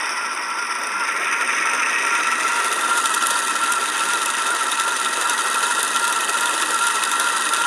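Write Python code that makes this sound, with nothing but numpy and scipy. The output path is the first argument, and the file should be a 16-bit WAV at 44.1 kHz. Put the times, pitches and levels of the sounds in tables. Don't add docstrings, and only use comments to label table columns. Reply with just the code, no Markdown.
import sys
import numpy as np
from scipy import signal
from scipy.fft import rfft, irfft, next_fast_len
from scipy.io import wavfile
from scipy.ndimage import uniform_filter1d, map_coordinates

SR = 44100
rng = np.random.default_rng(int(sys.argv[2]) if len(sys.argv) > 2 else 0)


def dump(signal):
    limited = np.clip(np.atleast_2d(signal).T, -1, 1)
    pcm = np.round(limited * 32767).astype(np.int16)
    wavfile.write(sys.argv[1], SR, pcm)


def gain_from_decibels(decibels):
    exponent = np.asarray(decibels, float) / 20
    return 10 ** exponent


N = 337806

LAP_HZ, MAIN_HZ = 2.56, 1351


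def rms_one(x):
    return x / np.sqrt(np.mean(x ** 2) + 1e-20)


def read(rows, at):
    key, *columns = np.transpose(rows)
    return [np.interp(at, key, c) for c in columns]


def drift(rate_hz):
    pole = np.exp(-2 * np.pi * rate_hz * 20 / SR)
    noise = rng.standard_normal(N // 20 + 4002)
    slow = signal.lfilter([1], [1, -2 * pole, pole * pole], noise)[4000:]
    return np.interp(np.arange(N) / 20, np.arange(len(slow)), rms_one(slow))


def butter(x, order, hz, kind="low"):
    return signal.sosfilt(signal.butter(order, hz, kind, fs=SR, output="sos"), x)


def colour(x, spectrum):
    size = next_fast_len(N)
    hz, db = np.transpose(spectrum)
    gain = gain_from_decibels(np.interp(np.log(np.fft.rfftfreq(size, 1 / SR) + 1), np.log(hz), db))
    return irfft(rfft(x, size) * rms_one(gain), size)[:N]


def ring(clicks, hz, t60_s):
    r, w = gain_from_decibels(-60 / (t60_s * SR)), 2 * np.pi * hz / SR
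    return signal.lfilter([0, np.sin(w)], [1, -2 * r * np.cos(w), r * r], clicks + 1e-18)


def sine(hz):
    return np.sin(2 * np.pi * np.cumsum(hz) / SR)


# time_s, low_tone_db, main_tone_db, high_tone_db
WHINE_LEVELS = [(0.0, -47, -31.5, -37), (0.5, -40.5, -29.5, -39), (2.07, -35.5, -26.5, -29.5),
                (3.0, -33.5, -23, -36.5), (4.22, -34.5, -26, -36.5), (7.66, -34, -24, -35.5)]
SIDE_PITCHES = [919.4, 1908]


def whine(t):
    main_db, main_hz, taut = belt(t)
    low_db = uniform_filter1d(np.interp(t + 0.012, t, main_db), size=int(0.018 * SR))
    low_db = 4.5 * taut + 0.8 * low_db
    high_db = -1.6 * np.interp(t + 0.011, t, main_db) + 3 * np.cos(2 * np.pi * t * LAP_HZ)
    high_db = np.minimum(high_db, 15)
    bend = main_hz / MAIN_HZ - 1
    pitches = SIDE_PITCHES[0] * (1 + 1.2 * bend), main_hz, SIDE_PITCHES[1] * (1 + 0.5 * bend)
    levels_db = read(WHINE_LEVELS, t)
    shadow = sine(0.893 * main_hz + 30 * drift(59.3))
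    out = gain_from_decibels(levels_db[1] - 12) * rms_one(gain_from_decibels(0.5 * main_db) * shadow)
    for hz, level_db, sway_db in zip(pitches, levels_db, (low_db, main_db, high_db)):
        growth_db_per_s = uniform_filter1d(np.gradient(sway_db) * SR, size=700)
        hz = hz * (1 + 0.000005 * growth_db_per_s) + 13.02 * drift(35.1)
        strength = gain_from_decibels(sway_db + 2 * drift(32))
        out = out + gain_from_decibels(level_db) * rms_one(strength * sine(hz))
    return out


# lap_share, length_laps, swell_db
BELT_GRIPS = [(.125, .032, -2.5), (.285, 0.067, -0.5), (.475, 0.076, -0.5), (.635, .07, -1),
              (.82, .052, -0.5), (.975, .045, -2.5)]


def belt(t):
    share, length, db = np.transpose(BELT_GRIPS)[:, :, None]
    away = ((t * LAP_HZ - share + 0.5) % 1 - 0.5) / length
    past = (t * LAP_HZ - 0.59 + 0.5) % 1 - 0.5
    taut = np.exp(-(past / np.where(past < 0, 0.13, 0.06)) ** 2)
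    grips = np.sum(gain_from_decibels(db) * np.exp(-abs(away) ** 2.76), axis=0)
    swell_db = 20 * np.log10(gain_from_decibels(-16.5) + grips)
    near = np.exp(-away ** 2 / 2) + 1e-9
    through = np.sum(near * np.clip(away, -1.5, 1.5), axis=0) / np.sum(near, axis=0)
    pitch_hz = MAIN_HZ + 51.93 * taut - 20.4 * through
    bobbin = 2 * np.pi * (12.55 * t - 0.75)
    pitch_hz = pitch_hz * (1 + 0.0088 * np.cos(bobbin + 0.66))
    return swell_db + 1.05 * np.cos(bobbin), pitch_hz, taut


# time_s, turns_done
FLYER_TURNS = [(0.01, 0), (3.0574, 37), (7.6186, 92), (7.7015, 93)]
# turn_share, swell_db, length_turns, tick_db
KNOCK_PLACES = [(0.002, 1, 0.088, 8), (0.44, -0.5, 0.084, 9), (0.11, 1.5, 0.063, 6)]


def rattle(t):
    turns, = read(FLYER_TURNS, t)
    swell_db, count = 0.089 * belt(t)[0], int(turns[-1])
    at, strike_db = [], []
    for share, db, length, tick_db in KNOCK_PLACES:
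        bump = np.exp(-(((turns - share + 0.29) % 1 - 0.3) / length) ** 2)
        swell_db = swell_db + db * (1 + 0.19 * drift(1.6)) * bump
        knock_turns = np.arange(count) + share + rng.normal(0, 0.02, count)
        at.append(np.interp(knock_turns, turns, np.arange(N)).astype(int))
        strike_db.append(tick_db + rng.normal(0, 2, count))
    motor_hz = 66.4
    beats = np.arange(1, int(N / SR * motor_hz) - 1)
    at.append(((beats + rng.normal(0, 0.15, len(beats))) / motor_hz * SR).astype(int))
    strike_db.append(4 + swell_db[at[-1]] + rng.normal(0, 3.45, len(beats)))
    at, strike_db = np.concatenate(at), np.concatenate(strike_db)
    white = rng.standard_normal(N)
    dull = butter(white, 2, 2600)
    body = gain_from_decibels(0.17 * swell_db + 1.3 * drift(32)) * dull
    hiss = body + gain_from_decibels(swell_db + 1.42 * drift(45)) * (white - dull)
    chatter = np.zeros(N)
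    for hz in np.linspace(2400, 15000, num=36) + rng.normal(0, 84, 36):
        touches = rng.integers(0, N, int(45 * N / SR))
        luck = np.minimum(rng.exponential(1, len(touches)), 4)
        clicks = np.zeros(N)
        clicks[touches] = gain_from_decibels(swell_db[touches] + 4.92 * luck)
        reach = np.clip(at + rng.integers(0, 70, len(at)), 0, N - 1)
        clicks[reach] += gain_from_decibels(strike_db + 2.8 * np.log2(hz / 7000) + rng.normal(0, 3.2, len(at)))
        chatter += ring(clicks * rng.choice([-1, 1]), hz, 0.015)
    return rms_one(rms_one(hiss) + 0.88 * rms_one(chatter))


# time_s, whirr_db, rumble_db
LOUDNESS = [(0.0, -21, -40), (0.5, -23, -41), (1.6, -19, -36.5), (3.0, -20.5, -36), (4.48, -21, -37),
            (7.66, -20, -36)]
# time_s, position (0 far, 1 midway, 2 close), treble_lift_db
MIC_POSITION = [(0, 0.16, -9), (.8, 0.19, 0), (1.3, 1.03, 3), (2.1, 1.11, -11), (2.7, 1.72, 3.5),
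                (3.2, 2.05, 2), (3.6, 1.86, 2.5), (4.6, 1.89, -0.5), (5.6, 1.99, 3), (7.66, 1.97, 1.5)]
# pitch_hz, density_db_per_hz
FAR_COLOUR = [(860, -2.5), (2400, -9), (2850, -18.5), (3700, -21), (4250, -45), (4850, -17.5), (5600, -13),
              (6200, -20), (6600, -55), (7700, -33), (8400, -24.5), (9400, -17.5), (11300, -44),
              (16000, -64)]
MIDWAY_COLOUR = [(860, -11.5), (1900, -7.5), (2550, -9), (2900, -21.5), (3800, -27), (4400, -55),
                 (4900, -25.5), (6200, -20), (7000, -50.5), (7900, -38), (8900, -21.5), (10300, -38),
                 (12300, -59), (16000, -60)]
CLOSE_COLOUR = [(860, -8.5), (1950, -8), (2300, -28.5), (2600, -9.5), (2900, -18.5), (3700, -13.5),
                (4350, -25), (4800, -20), (5400, -25.5), (6250, -19), (8100, -23), (9200, -16),
                (10800, -25.5), (12600, -43.5), (15500, -65)]


def whirr(t):
    position, lift_db = read(MIC_POSITION, t)
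    source = butter(rattle(t), 14, 880, "high")
    heard = np.zeros(N)
    for place, spectrum in enumerate((FAR_COLOUR, MIDWAY_COLOUR, CLOSE_COLOUR)):
        share = np.clip(1 - abs(np.clip(position, 0, 2) - place), 0, 1)
        heard += share * colour(source, spectrum)
    treble = butter(heard, 2, 8500, "high")
    return gain_from_decibels(read(LOUDNESS, t)[0]) * (heard + (gain_from_decibels(lift_db) - 1) * treble)


# time_s, strength_db, brightness (0-1)
STRONG_TICKS = [(2.7262, -24, 0.4), (2.9736, -21, 0.4), (3.0574, -21, 0.25), (3.146, -20.5, 0.7),
                (3.269, -20.5, 1), (3.31, -24, 0.5), (3.7219, -25.5, 1), (4.2592, -19, 0.64),
                (5.2964, -21, 0.6), (5.8296, -21, 0.9), (5.9614, -21.5, 0.04), (6.0776, -19.5, 0.2),
                (6.4083, -22.5, 0.79), (6.8678, -22, 0.5), (7.0366, -17, 0.13), (7.1148, -21, 0.45),
                (7.198, -20.5, 0.56)]
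# pitch_hz, level_db, t60_s
METAL_MODES = [(3080, -7, 0.0041), (3560, 3, 0.011), (4900, -9, 0.0046), (6030, 0, 0.0049),
               (7210, -3, 0.0076), (9280, 3.5, 0.0028), (10820, -2.5, 0.0077)]


def ticks(t):
    s, peak_db, bright = np.vstack([STRONG_TICKS, turn_ticks(t)]).T
    luck = rng.normal(0, 1, (len(s), 2 * len(METAL_MODES)))
    out = np.zeros(N)
    for k, (hz, db, t60_s) in enumerate(METAL_MODES):
        tilt_db = 12.7 * bright * np.log2(hz / 6000)
        size = gain_from_decibels(peak_db + db + tilt_db + 2 * luck[:, k])
        jitter = luck[:, -k - 1]
        clicks = np.zeros(N + SR)
        clicks[(s * SR).astype(int)] = size
        clicks[((s + 0.0013 + 0.0003 * jitter) * SR).astype(int)] -= 1.52 * size
        clicks[((s + 0.0024 - 0.0004 * jitter) * SR).astype(int)] += 0.51 * size
        out += ring(clicks[:N], hz, t60_s)
    return butter(out, 4, [2000, 13000], "band")


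def turn_ticks(t):
    turns, = read(FLYER_TURNS, t)
    luck = rng.normal(0, 1, (int(turns[-1]) + 1, 3))
    s = abs(np.interp(np.arange(len(luck)) - 0.01, turns, t) + 0.00056 * luck[:, 0])
    far_db, close_db, spread_db = -47.5, -27, 3
    db = np.interp(read(MIC_POSITION, s)[0], [0, 2], [far_db, close_db]) + spread_db * luck[:, 1]
    return np.transpose([s, db, np.clip(0.11 + 0.16 * luck[:, 2], 0, 1)])


# pitch_hz, density_db_per_hz
TABLE_COLOUR = [(25, -40), (60, -34), (140, -21), (168, -41), (230, -14), (400, -2), (700, -4), (840, -9.5),
                (930, -29)]
# pitch_hz, width_hz, level_db
TABLE_HUMS = [(194.5, 6.9, -19.5), (249.6, 13.5, -13), (310.3, 14.4, -10.5), (374, 26, -11)]


def rumble(t):
    turns, = read(FLYER_TURNS, t)
    pulse_db = 0.74 * np.cos(2 * np.pi * turns) + 0.83 * np.cos(4 * np.pi * turns) + 2.06 * drift(16)
    hums = np.zeros(N)
    for hz, width_hz, db in TABLE_HUMS:
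        t60_s = np.log(1000) / (np.pi * width_hz)
        hums += gain_from_decibels(db) * rms_one(ring(rng.standard_normal(N), hz, t60_s))
    hums = butter(hums, 4, [175, 420], "band")
    shake = rms_one(colour(gain_from_decibels(pulse_db) * rng.standard_normal(N), TABLE_COLOUR) + hums)
    bass = signal.sosfiltfilt(signal.butter(3, 130, fs=SR, output="sos"), shake)
    bass_db = np.interp(read(MIC_POSITION, t)[0], [1, 2], [-5, 1.5])
    return gain_from_decibels(read(LOUDNESS, t)[1]) * (shake + (gain_from_decibels(bass_db) - 1) * bass)


# far_delay_s, close_delay_s, level_db (against the direct sound)
REFLECTIONS = [(.0021, 0.001286, -16), (.0037, .0027, -19.5), (.0062, .0048, -15)]


def echoes(x, t):
    position = read(MIC_POSITION, t)[0]
    out = x.copy()
    for far_s, close_s, db in REFLECTIONS:
        lag_s = far_s + (close_s - far_s) * position / 2 + 0.00002 * drift(0.54)
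        out += gain_from_decibels(db) * map_coordinates(x, [np.arange(N) - lag_s * SR], order=3)
    return out * np.sqrt(np.mean(x ** 2) / np.mean(out ** 2))


def scene():
    t = np.arange(N) / SR
    return (echoes(whirr(t), t) + ticks(t) + rumble(t) + whine(t))[None]


def roll_off(x):
    return signal.sosfilt(signal.butter(12, 16350, fs=SR, output="sos"), x)


def record(dry):
    mix = signal.sosfilt(signal.cheby2(14, 70, 16200, fs=SR, output="sos"), dry)
    return roll_off(mix)


dry = scene()
out = record(dry)
dump(out)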